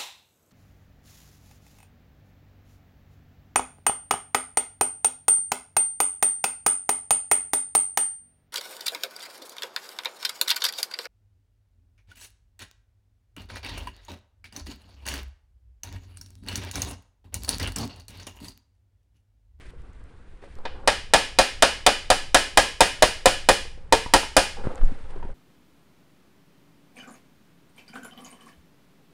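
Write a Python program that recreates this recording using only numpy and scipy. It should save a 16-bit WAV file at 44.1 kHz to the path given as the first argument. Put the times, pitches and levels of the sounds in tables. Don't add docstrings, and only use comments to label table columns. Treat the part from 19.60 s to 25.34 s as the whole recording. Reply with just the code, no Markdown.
import sys
import numpy as np
from scipy import signal
from scipy.fft import rfft, irfft
from scipy.io import wavfile
from scipy.ndimage import uniform_filter1d

SR = 44100
rng = np.random.default_rng(int(sys.argv[2]) if len(sys.argv) > 2 else 0)


def generate_wav(signal):
    frames = np.transpose(np.atleast_2d(signal))
    scaled = np.clip(frames, -1, 1) * 32767
    pcm = np.round(scaled).astype(np.int16)
    wavfile.write(sys.argv[1], SR, pcm)


def amplitude_ratio(level_db):
    exponent = np.asarray(level_db, float) / 20
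    return 10 ** exponent


N = 253134

# start in seconds, crack level in dB, knock of the tubes in dB, weight of the arm in dB.
BLOWS = [(1.053, -30.5, -23, -52), (1.275, -10.5, -9, -7.5), (1.536, -6.5, -3.5, -4), (1.787, -7.5, -2, -3),
         (2.023, -6.5, -8.5, -6.5), (2.264, -7.5, -3.5, -5), (2.502, -10, -4.5, -1),
         (2.745, -6.5, -7, -1.2), (2.973, -7, -6, 1), (3.206, -7.5, 1, 1), (3.423, -8.5, 2, 1.1),
         (3.657, -8, 0.5, -0.5), (3.888, -8.5, 0.6, 1.5), (4.324, -11, -1, -0.2), (4.537, -8.5, -1, 3),
         (4.766, -8, -2, 2.1)]


def evened(x):
    return x / np.sqrt(np.mean(x ** 2) + 1e-20)


def head(x, s):
    return x / np.sqrt(np.mean(x[:round(s * SR)] ** 2))


def read(points, hz):
    f, value = np.transpose(points)
    return np.interp(np.log(hz + 1), np.log(f + 1), value)


def add(mix, s, sound):
    part = mix[max(round(s * SR), 0):][:len(sound)]
    part += sound[:len(part)]


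def coloured(x, points):
    hz = np.fft.rfftfreq(len(x), 1 / SR)
    return irfft(rfft(x) * amplitude_ratio(read(points, hz)), len(x))


def dying(x, t60s):
    hz, t = np.fft.rfftfreq(len(x), 1 / SR), np.arange(len(x)) / SR
    marks, out = np.log(np.transpose(t60s)[0]), 0
    for k, (_, t60) in enumerate(t60s):
        share = np.interp(np.log(hz + 1), marks, np.arange(len(marks)) == k)
        band = irfft(rfft(x) * share, len(x))
        out = out + band * amplitude_ratio(-60 * t / t60)
    return out


def rings(modes, chance, spread_db, detune, flip):
    t, count = np.arange(SR // 2) / SR, len(modes)
    hz, width, db = np.transpose(modes)[:, :, None]
    level = amplitude_ratio(db + spread_db * chance[0, :count, None]) * width
    phase = 2 * np.pi * hz * (1 + detune * chance[1, :count, None]) * t
    sign = flip ** np.arange(count)[:, None]
    return (sign * level * np.exp(-np.pi * width * t) * np.sin(phase)).sum(0)


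def stirring():
    # time in seconds, level in dB over rest.
    stir = [(0, 6.5), (.3, 2.3), (.7, 3), (1.052, 7.5), (2.2, 6), (3.5, 6.5), (4.15, 10), (4.45, 10.5),
            (4.8, 3.5), (5.02, 11), (5.18, 9.5), (5.24, 27), (5.4, 10), (5.74, 13.5)]
    rumble_db, rumble_per_stir, hum_db, hum_per_stir = -50.5, 1.65, -50, 0.6
    shake_db, shake_s = -48.5, 0.023
    stir_db = np.interp(np.arange(N) / SR, *np.transpose(stir))
    hum = amplitude_ratio(hum_db + hum_per_stir * stir_db)
    u = np.arange(SR // 2) / SR / shake_s
    for s, _, _, weight_db in BLOWS:
        add(hum, s, amplitude_ratio(shake_db + weight_db) * u * np.exp(1 - u))
    return amplitude_ratio(rumble_db + rumble_per_stir * stir_db), hum


def rubs():
    # start in seconds, length in seconds, rustle in dB, fade in dB, hiss against rustle in dB.
    strokes = [
        (0, 0.11, -64.5, -6, 6),
        (.815, 0.15, -78.5, -6, 13),
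        (0.957, 0.31, -52.5, 1, -22),
        (4.954, 0.078, -48, 3, -22),
        (5.034, 0.216, -37, -15, -15),
        (5.252, 0.262, -51.5, -7, -6.5),
        (5.5, 0.29, -47, -13, -17),
    ]
    edge_s, still_rustle_db, still_hiss_db = 0.0054, -59, -67
    rustle, hiss = np.full(N, amplitude_ratio(still_rustle_db)), np.full(N, amplitude_ratio(still_hiss_db))
    for s, length, db, fade_db, hiss_db in strokes:
        t = np.arange(0, length, 1 / SR)
        edges = np.clip(np.minimum(t, length - t) / edge_s, 0, 1)
        stroke = amplitude_ratio(db + fade_db * t / length) * edges
        add(rustle, s, stroke)
        add(hiss, s, amplitude_ratio(hiss_db) * stroke)
    return rustle, hiss


def background():
    # frequency in Hz, density in dB per Hz.
    rumble_colour = [(3, -37.5), (7, 21.5), (14, 32.5), (24, 14), (36, -63.5)]
    hum_colour = [(15, -22.5), (25, 4.5), (59, 6.5), (102, -5.5), (135, -6.5), (157, -14), (220, -16.5),
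                  (290, -78.5), (480, -120)]
    early_cloth_colour = [(88, -30), (150, -5), (198, -3), (478, -6), (594, -12.5), (1600, -14.5), (2080, -46),
                          (3520, -120)]
    late_cloth_colour = [(88, -35.5), (150, -1.5), (352, -3.5), (538, 1.5), (631, -11), (784, -3), (1130, -10),
                         (1600, -12), (2080, -43), (3520, -120)]
    hiss_colour = [(710, -33), (1200, -11), (1680, 0), (1870, 0), (4680, -13), (5320, -16), (6370, -19),
                   (9080, -16.5), (10500, -24.5), (13600, -55), (22000, -120)]
    (rumble, hum), (rustle, hiss) = stirring(), rubs()
    late_cloth = np.clip((np.arange(N) / SR - 0.98) / 0.0043, 0, 1)
    layers = [(rumble_colour, rumble, 0.3),
              (hum_colour, hum, 1.5),
              (early_cloth_colour, rustle * (1 - late_cloth), 1.8),
              (late_cloth_colour, rustle * late_cloth, 2.5),
              (hiss_colour, hiss, 1.2)]
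    out = 0
    for colour, level, patchy_db in layers:
        slow = uniform_filter1d(uniform_filter1d(rng.standard_normal(N), 700), 700)
        noise = evened(coloured(rng.standard_normal(N), colour))
        out = out + noise * level * amplitude_ratio(patchy_db * evened(slow))
    return out


def bumps():
    # start in seconds, level in dB, frequency in Hz, T60 in seconds, sign of the push.
    swings = [
        (0.961, -26.5, 6.5, 1, 1),
        (5.022, -12, 7.2, 0.28, -1),
        (5.207, -2.5, 12.93, 0.45, 1),
        (5.559, -25, 14.6, 0.67, -1),
    ]
    out, t = np.zeros(N), np.arange(SR) / SR
    for s, db, hz, t60, sign in swings:
        rise = 1 - np.exp(-t / 0.03)
        add(out, s, sign * amplitude_ratio(db + 4.0 - 60 * t / t60) * rise * np.sin(2 * np.pi * hz * t))
    return out


def shop(x):
    # frequency in Hz, T60 in seconds.
    shop_t60 = [(100, 0.051), (300, 0.51), (700, 0.31), (1800, 0.41), (4800, 0.43), (9000, 0.36),
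                (12000, 0.32), (15000, 0.27)]
    # frequency in Hz, level in dB.
    shop_colour = [(200, -14), (750, 1), (1200, -4.5), (1750, 2.4), (2200, -2), (2900, 1.5), (4000, -5.5),
                   (4900, -2), (6000, -6.5), (8000, -6.5), (9300, -3), (10300, -5.5), (11000, -13.5),
                   (15500, -15.5)]
    out, t = np.zeros(N), np.arange(N) / SR
    for k in range(3):
        taps = np.zeros(SR)
        at = np.arange(300, SR - 20, 20)
        taps[at + rng.integers(0, 20, len(at))] = rng.choice([-1., 1.], len(at))
        tail = dying(coloured(taps, shop_colour), shop_t60)
        tail[:300] = 0
        turn = np.sqrt(2 / 3) * np.cos(np.pi * (t / 1.361 + k / 3))
        out += signal.fftconvolve(x * turn, tail / np.linalg.norm(tail))[:N]
    return out


def echoes(x):
    # delay in seconds, level in dB.
    bounces = [
        (0.0105, -8),
        (0.0272, -9.5),
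        (.0355, -20),
        (0.054, -22.5),
    ]
    out = np.zeros(N)
    for s, db in bounces:
        add(out, s, amplitude_ratio(db - 8) * x)
    return signal.sosfilt(signal.butter(2, 6500, fs=SR, output="sos"), out)


def ticks():
    # start in seconds, peak in dB.
    creaks = [(0.1065, -50), (0.2194, -54), (0.3323, -51), (0.44, -52), (0.7744, -63), (0.8444, -48),
              (0.9544, -45), (0.987, -46), (5.094, -52), (5.149, -48), (5.1567, -36), (5.18, -48),
              (5.232, -45), (5.256, -39), (5.32, -54), (5.359, -63), (5.509, -50.5)]
    out, t = np.zeros(N), np.arange(SR // 40) / SR
    thin = signal.butter(3, [1800, 9500], "bandpass", fs=SR, output="sos")
    for s, db in creaks:
        noise = signal.sosfilt(thin, rng.standard_normal(len(t)))
        add(out, s, amplitude_ratio(db + 4.5 - 60 * t / 0.0027) * noise)
    return out


def knocks():
    # start in seconds, peak in dB, pitch in Hz, scuff share from 0 to 1.
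    contacts = [(0.135, -47, 483, 0.05), (0.455, -49, 400, 0.9), (0.825, -36, 422, 0.57),
                (0.838, -34.5, 560, 0.63), (4.052, -33.5, 485, 0.56), (4.176, -44, 520, 0.2),
                (4.461, -20, 961, 0.56), (4.631, -18.5, 875, 0.66), (4.969, -30, 825, 0.5),
                (5.053, -28, 388, 0.57), (5.069, -27, 268, 0.42), (5.149, -33, 810, 0.5),
                (5.177, -32, 281, 0.87), (5.212, -31, 600, 0.88), (5.234, -49, 250, 0.7),
                (5.319, -29, 246, 0.3), (5.56, -32.5, 396, 0.4), (5.627, -27, 944, 0.57),
                (5.65, -31.5, 346, 0.24), (5.692, -36.5, 547, 0.3)]
    # start in seconds, level in dB.
    shoves = [
        (4.175, -48),
        (4.462, -34),
        (5.053, -30),
        (5.071, -19),
        (5.233, -30),
        (5.318, -47.5),
        (5.626, -55),
        (5.651, -33),
        (5.692, -46),
    ]
    typical_hz, typical_t60_s, rise_s = 450, 0.04, 0.00052
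    out, pushes, t = np.zeros(N), np.zeros(N), np.arange(SR // 5) / SR
    dull = signal.butter(2, [220, 1500], "bandpass", fs=SR, output="sos")
    for s, db, hz, scuff in contacts:
        t60 = typical_t60_s * (typical_hz / hz) ** 0.242
        puff = 1.15 * signal.sosfilt(dull, rng.standard_normal(len(t)))
        rise = 1 - np.exp(-t / (rise_s * hz / typical_hz))
        body = amplitude_ratio(db + 5.5 - 60 * t / t60) * rise
        add(out, s, body * ((1 - scuff) * np.sin(2 * np.pi * hz * t) + scuff * puff))
    for s, db in shoves:
        add(pushes, s, amplitude_ratio(db + 21.5) * (t / 0.00065) ** 2 * np.exp(-t / 0.00041))
    return out, pushes


def arm_jolt(weight_db):
    t = np.arange(SR // 2) / SR
    u = t / 0.0075
    thud = np.sin(2 * np.pi * 27 * t) + 0.28 * np.sin(2 * np.pi * 80 * t)
    return amplitude_ratio(-15 + weight_db) * u ** 2 * np.exp(-u) * thud


def tube_knock(s, knock_db, chance):
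    # frequency in Hz, width in Hz, level in dB struck mid-horn, level in dB struck nearer the bell.
    tube_modes = [(197.6, 11, -12.5, -10), (300, 34, -10, -4.5), (365.7, 18, -13.5, -5),
                  (455.7, 10, -10, -5), (533, 34, -1.2, -2), (631.7, 79, 4.5, 0.5), (738, 40, 4.5, -2.7),
                  (805, 21, -0.7, -3.5), (903, 72, 1.7, 1.2), (985, 30, -12, -4), (1108, 59, -10.5, -12.5)]
    t, moved_s = np.arange(SR // 2) / SR, 4.1
    tubes = np.array(tube_modes)[:, [0, 1, 2 + (s > moved_s)]]
    knock = rings(tubes, chance, 3.1, 0.0089, 1.)
    scale = amplitude_ratio(knock_db - 7.0) / np.sqrt(np.mean(knock[:SR // 40] ** 2))
    knock = knock * scale
    lowest = rings(tubes[:2], chance, 1.7, 0.006, 1.) * scale
    upper = (knock - lowest) * (1 - np.exp(-t / 0.0008))
    return knock - 0.46 * np.interp(t - 0.0104, t, upper, left=0)


def brass_ring(chance):
    # frequency in Hz, width in Hz, level in dB.
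    brass_modes = [(1340, 45, -5), (1598, 22, -4), (1700, 30, -9), (1878, 24, -1), (2035, 25, -9),
                   (2450, 34, 0), (2605, 14, -11), (2770, 14, -9), (2995, 9, 0), (3121, 18, -6),
                   (3570, 45, -6), (4020, 70, -5), (4720, 40, -7), (5003, 20, -11), (5065, 50, -7),
                   (6142, 80, -15), (9020, 140, -14), (9350, 140, -16)]
    return head(rings(brass_modes, chance, 2.2, 0.001, -1.), 0.019) * amplitude_ratio(-8.5)


def wall_crack(common):
    # frequency in Hz, density in dB per Hz.
    crack_colour = [(88, -59), (150, -9.5), (378, -15), (583, -3.5), (1230, -14.5), (1900, -15.5),
                    (2090, -18), (2450, -26.5), (3490, -14), (5070, -18), (10100, -17), (14400, -52),
                    (16500, -74)]
    # frequency in Hz, T60 in seconds.
    crack_t60 = [(200, 0.28), (700, 0.089), (2000, 0.1), (5000, 0.051), (10000, 0.037), (14000, 0.011)]
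    noise = coloured(0.47 * common + 0.98 * rng.standard_normal(len(common)), crack_colour)
    crack = head(dying(noise, crack_t60), 0.011) * amplitude_ratio(-1.0)
    lows = signal.sosfilt(signal.butter(2, 1050, fs=SR, output="sos"), crack)
    return crack - 0.97 * lows


def contact(x, crack_db, weight_db):
    hz = np.fft.rfftfreq(len(x), 1 / SR)
    treble = np.clip(np.log2(hz / 3800 + 1e-9) / 1.72, 0, 1.4)
    sheen_db = 1 + 0.56 * weight_db
    return irfft(rfft(x) * amplitude_ratio(crack_db + treble * sheen_db), len(x))


def mallet():
    blows, far, jolts, size = np.zeros(N), np.zeros(N), np.zeros(N), SR // 2
    t, common = np.arange(size) / SR, rng.standard_normal(size)
    fade = np.clip((size / SR - t) * 10, 0, 1) ** 2
    shape = (1 - np.exp(-t / 0.00097)) * fade
    click = amplitude_ratio(17) * np.exp(-((t - 0.0007) / 0.00002) ** 2 / 2)
    for s, crack_db, knock_db, weight_db in BLOWS:
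        chance = rng.standard_normal((2, 30))
        crack = contact(wall_crack(common), crack_db, weight_db)
        ring = contact(brass_ring(chance), crack_db, weight_db)
        tick = contact(click, crack_db, weight_db)
        knock = tube_knock(s, knock_db, chance[:, ::-1])
        add(blows, s, shape * (crack + ring + tick + knock))
        add(far, s, shape * (0.32 * crack + 0.52 * ring + 4.83 * tick + 0.21 * knock))
        add(jolts, s, arm_jolt(weight_db))
    thin = signal.butter(3, 190, "highpass", fs=SR, output="sos")
    return signal.sosfilt(thin, blows), signal.sosfilt(thin, far), jolts


def scene():
    blows, far, jolts = mallet()
    small, pushes = knocks()
    far = far + 0.9 * small
    ending = np.clip((N - np.arange(N)) / 500, 0, 1)
    body = (jolts + pushes + bumps() + background()) * ending
    room = echoes(far) + amplitude_ratio(-10.5) * shop(far)
    return (blows + small + room + body + ticks())[None]


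def roll_off(x):
    return signal.sosfilt(signal.butter(12, 16820, fs=SR, output="sos"), x)


def record(dry):
    ceiling, knee = 0.7, 5.0
    limited = dry / (1 + abs(dry / ceiling) ** knee) ** (1 / knee)
    edge = signal.firwin(255, 16300, window=("kaiser", 9), fs=SR)
    padded = np.pad(limited, ((0, 0), (127, 127)), "edge")
    smooth = signal.oaconvolve(padded, edge[None], "valid")
    return roll_off(smooth)


dry = scene()
out = record(dry)
generate_wav(out)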